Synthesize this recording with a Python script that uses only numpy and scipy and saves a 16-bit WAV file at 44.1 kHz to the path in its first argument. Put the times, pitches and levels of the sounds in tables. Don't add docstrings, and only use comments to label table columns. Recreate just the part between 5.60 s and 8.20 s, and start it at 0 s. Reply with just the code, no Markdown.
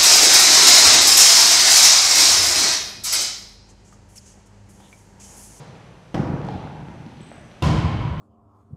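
import sys
import numpy as np
from scipy import signal
from scipy.fft import rfft, irfft
from scipy.io import wavfile
from scipy.ndimage import uniform_filter1d

SR = 44100
rng = np.random.default_rng(int(sys.argv[2]) if len(sys.argv) > 2 else 0)


def materialize(psi):
    bounded = np.clip(np.atleast_2d(psi).T, -1, 1)
    quanta = np.round(bounded * 32767).astype(np.int16)
    wavfile.write(sys.argv[1], SR, quanta)


def nominal_scale(level):
    x = np.asarray(level, float) / 20
    return 10 ** x


N = 114660
T = np.arange(N + SR) / SR - 1


def curve(table, hz):
    table = np.array(table, float)
    return np.interp(np.log(np.maximum(hz, 1)), np.log(table[:, 0]), table[:, 1])


def unit(x):
    return x / np.sqrt(np.mean(x ** 2))


def noise(gain):
    spec = rfft(rng.standard_normal(len(T)))
    hz = np.arange(len(spec)) * SR / len(T)
    return unit(irfft(spec * gain(hz), len(T)))


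def fade(start, t60, rise=0.00069):
    age = np.maximum(T - start, 0)
    return (1 - np.exp(-age / rise)) * nominal_scale(-60 * age / t60)


def ring(start, hz, t60):
    return fade(start, t60) * np.sin(2 * np.pi * hz * (T - start))


def walk(rate):
    hold = int(SR / rate)
    levels = np.repeat(rng.standard_normal(len(T) // hold + 1), hold)
    smooth = uniform_filter1d(uniform_filter1d(levels, hold), hold)
    return unit(smooth[:len(T)])


def struck(gain, start, size=4096):
    cepstrum = irfft(np.log(gain(np.arange(size // 2 + 1) * SR / size + 1)))
    cepstrum[1:size // 2] *= 2
    cepstrum[size // 2 + 1:] = 0
    out, at = np.zeros(len(T)), int((start - T[0]) * SR)
    out[at:at + size] = irfft(np.exp(rfft(cepstrum)))
    return out


# pitch in Hz, time to lose 60 dB in seconds.
HALL_T60 = [(40, 1.55), (120, 3.41), (300, 2), (1000, 2.64), (2500, 2.62), (5000, 0.98), (9000, 0.91),
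            (15000, .45)]
# pitch in Hz, build-up time in seconds.
HALL_RISE = [(40, 0.062), (200, 0.022), (1000, 0.0067), (15000, 0.018)]


def hall(x):
    tail = 0
    for hz in 30 * 2 ** np.arange(0, 9.1, .5):
        band = noise(lambda f: np.maximum(1 - abs(2 * np.log2((f + 1) / hz)), 0) ** .5)
        envelope = fade(T[0], curve(HALL_T60, hz), curve(HALL_RISE, hz))
        tail = tail + np.sqrt(hz / 3000) * band * envelope
    return signal.fftconvolve(x, tail)[:len(T)]


def echoes_of(x, table):
    return sum(nominal_scale(db) * np.roll(x, int(lag * SR)) for lag, db in table)


def ball_ring(start, modes, skin_db, slap):
    def gain(f):
        power = sum(nominal_scale(2 * db) / (1 + ((f / hz - hz / f) * hz / width) ** 2) ** 2 for hz, db, width in modes)
        return np.sqrt(power + nominal_scale(2 * (skin_db + curve(slap, f))))
    return struck(gain, start)


def crack_snap(start, scatter_db, contact_s, crack, ring_hz, near):
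    contact = (T > start) * np.exp(-np.maximum(T - start - contact_s, 0) / 0.0014)
    scatter = sum(nominal_scale(db) * fade(start + lag, 0.053, 0.0015) for lag, db in near[2:])
    hiss = noise(lambda f: nominal_scale(curve(crack, f)) * (f > 900))
    return hiss * (contact + nominal_scale(scatter_db) * scatter) + nominal_scale(-2) * ring(start, ring_hz, 0.049)


def blow(row, hit, contact_s, modes, skin_db, slap, crack, ring_hz, direct_db, near, echoes):
    (start, ring_db, send_db), (crack_db, scatter_db) = row, hit
    ball = nominal_scale(ring_db) * ball_ring(start, modes, skin_db, slap)
    snap = crack_snap(start, scatter_db, contact_s, crack, ring_hz, near)
    body = nominal_scale(direct_db) * signal.lfilter(*signal.butter(2, 1600, fs=SR), ball)
    boom = signal.lfilter(*signal.butter(2, [90, 227], "band", fs=SR), ball)
    tail = nominal_scale(-26 + send_db) * hall(ball)
    return body + nominal_scale(crack_db) * snap + echoes_of(body, near) + echoes_of(boom, echoes) + tail


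# start in seconds, ring level in dB, level sent to the hall in dB.
BLOWS = [
    (-.6, 6, 0),
    (.5432, 14.5, -6),
    (2.0226, 20, -1),
]
# crack level in dB, scattered crack level in dB.
CRACKS = [
    (-40, -8),
    (-36, -6.5),
    (-29, -7.5),
]
# pitch in Hz, level in dB, width in Hz.
PASS_MODES = [(75.6, -34, 28), (150, 1.5, 87), (316, -22.5, 75), (451, -9, 200), (620, -11, 450),
              (833, -12.5, 130), (960, -9, 40), (1204, -21.5, 1200), (1790, -58, 170)]
# pitch in Hz, level in dB.
PASS_SLAP = [(300, 42), (1500, -4.5), (3000, -1.5), (5500, 6.5), (8000, -9), (11000, -17.5), (15000, -26)]
# pitch in Hz, level in dB.
HARD_SLAP = [(300, 16.5), (1500, 2.5), (3000, 2), (5500, -1), (8000, -10), (11000, -20), (15000, -32.5)]
# pitch in Hz, level in dB.
PASS_CRACK = [(900, 7), (2000, 2.5), (3200, 3), (3800, -4), (5300, -3), (6200, -9.5), (10000, -19.5),
              (15000, -34)]
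# delay in seconds, level in dB.
PASS_NEAR = [(.004, 1.5), (.0075, -16), (0.01, 5), (.0165, -53), (0.021, -6), (.034, 0)]
# delay in seconds, level in dB.
PASS_ECHOES = [(0.05, 15), (0.056, 13.5), (0.07, 12.5), (.118, 3), (0.152, 2), (0.195, 12), (0.41, 7.5)]


def forearm_passes():
    direct_db = 4
    earlier = blow(BLOWS[0], CRACKS[0], .007, PASS_MODES, -27.5, HARD_SLAP,
                   PASS_CRACK, 3090, direct_db, PASS_NEAR, PASS_ECHOES)
    dull = blow(BLOWS[1], CRACKS[1], .007, PASS_MODES, -44, PASS_SLAP,
                PASS_CRACK, 3040, direct_db, PASS_NEAR, PASS_ECHOES)
    return earlier + dull


# pitch in Hz, level in dB.
AIR = [(20, -4), (60, 4), (130, -8), (350, -4), (1100, -13), (6000, -26.5), (11000, -37), (15000, -59.5)]


def air():
    whine_hz, whine_width_hz = 5980, 300
    whine = noise(lambda f: 1 / (1 + ((f - whine_hz) / whine_width_hz * 2) ** 2))
    rumble = noise(lambda f: nominal_scale(curve(AIR, f)))
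    return nominal_scale(-51 + 0.5 * walk(7.07)) * rumble + nominal_scale(-72 + 1.6 * walk(6.44)) * whine


def scuffs(count=100):
    middle_hz, cycles = 2590, 30
    out, age = np.zeros(len(T)), np.arange(1024) / SR
    for when, pitch, size in rng.random((count, 3)):
        hz = middle_hz * 2 ** (2.6 * (pitch - .5))
        at = int(when * (len(T) - 1024))
        level_db = -60 - 2.9 * np.log(size + 0.16) - 7.6 * np.log2(hz / middle_hz)
        fall = nominal_scale(level_db - 60 * age * hz / cycles)
        rise = np.minimum(age * hz / 3, 1)
        out[at:at + 1024] += fall * np.sin(2 * np.pi * hz * age) * rise
    return out


def squeak(start):
    pitch_hz = 8090 * (1 + .014 * walk(110))
    slips_hz = 51.9 * (1 + 0.19 * walk(40.4))
    slips = np.cos(np.pi * np.cumsum(slips_hz) / SR) ** 2
    release = 1 + np.exp(np.clip((T - start - 0.22) / 0.009, -50, 50))
    gate = fade(start, 0.94, 0.0017) / release
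    return nominal_scale(-50.5 + 3.3 * walk(60)) * gate * slips * np.sin(2 * np.pi * np.cumsum(pitch_hz) / SR)


# start in seconds, tick level in dB, tick pitch in Hz,
# thud level in dB, thud pitch in Hz.
STEPS = [(-.04, -17, 4970, -39, 298), (.154, -21, 2350, -37, 140), (0.817, -16, 2780, -30, 408),
         (0.849, -24.5, 4700, -40.5, 136), (.868, -26, 4980, -23.5, 145), (.8872, -13, 2960, -27.5, 150),
         (.988, -29, 3400, -46, 141), (1.04, -22, 2190, -38, 307), (1.074, -17.5, 2040, -20, 1490),
         (1.285, -15.5, 1920, -27.5, 295), (1.464, -21.5, 3240, -24, 232), (1.57, -20, 2430, -33.5, 267),
         (1.606, -19, 2620, -30, 213), (1.716, -12, 1520, -24.5, 620), (1.9155, -19.5, 2690, -31, 620)]


def shoes():
    ticks = 0
    thuds = nominal_scale(-17) * ring(.8868, 820, .022)
    for start, tick_db, tick_hz, thud_db, thud_hz in STEPS:
        tick = struck(lambda f: np.exp(-(np.log(f / tick_hz) / 0.54) ** 2) + .001, start)
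        ticks = ticks + nominal_scale(tick_db) * tick
        thuds = thuds + nominal_scale(thud_db) * ring(start, thud_hz, 8 / thud_hz)
    steps_tail = nominal_scale(-42) * hall(ticks + nominal_scale(-7.5) * thuds)
    rubber = squeak(1.606)
    return ticks + thuds + steps_tail + rubber + nominal_scale(-52) * hall(rubber)


# pitch in Hz, level in dB, width in Hz.
SMACK_MODES = [(59, -2.5, 22), (97.2, 2, 94), (154.5, -5.5, 56), (309, -10, 60), (556.5, -21, 140),
               (787, -20, 600), (973, -10.5, 32), (1038, -12.5, 93), (1330, -26.5, 310), (2220, -28, 190),
               (3120, -28.5, 240)]
# pitch in Hz, level in dB.
SMACK_CRACK = [(900, -2), (1900, -34), (2700, 16.5), (3500, 8), (6000, -5), (11000, -8.5), (15000, -25)]
# delay in seconds, level in dB.
SMACK_NEAR = [(.003, 1.5), (.009, 2), (0.011, 2.5), (0.015, -1), (.022, -5), (0.024, -8), (0.035, -3)]
# delay in seconds, level in dB.
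SMACK_ECHOES = [(.042, 15.6), (.057, 11.4), (.069, 15.4), (0.138, 15), (.167, 4), (0.233, 15), (0.323, 4.4)]


def hand_smack():
    return blow(BLOWS[2], CRACKS[2], .0048, SMACK_MODES, -33, HARD_SLAP,
                SMACK_CRACK, 2780, 5.5, SMACK_NEAR, SMACK_ECHOES)


def scene():
    mix = forearm_passes() + air() + scuffs() + shoes() + hand_smack()
    return mix[None, SR:]


def low_pass(x):
    return signal.sosfilt(signal.butter(12, 15750, fs=SR, output="sos"), x)


def record(dry):
    no_top = signal.sosfilt(signal.ellip(8, .2, 60, 15100, fs=SR, output="sos"), dry)
    mix = signal.lfilter(*signal.butter(2, 39.6, "high", fs=SR), no_top)
    return low_pass(mix)


dry = scene()
out = record(dry)
materialize(out)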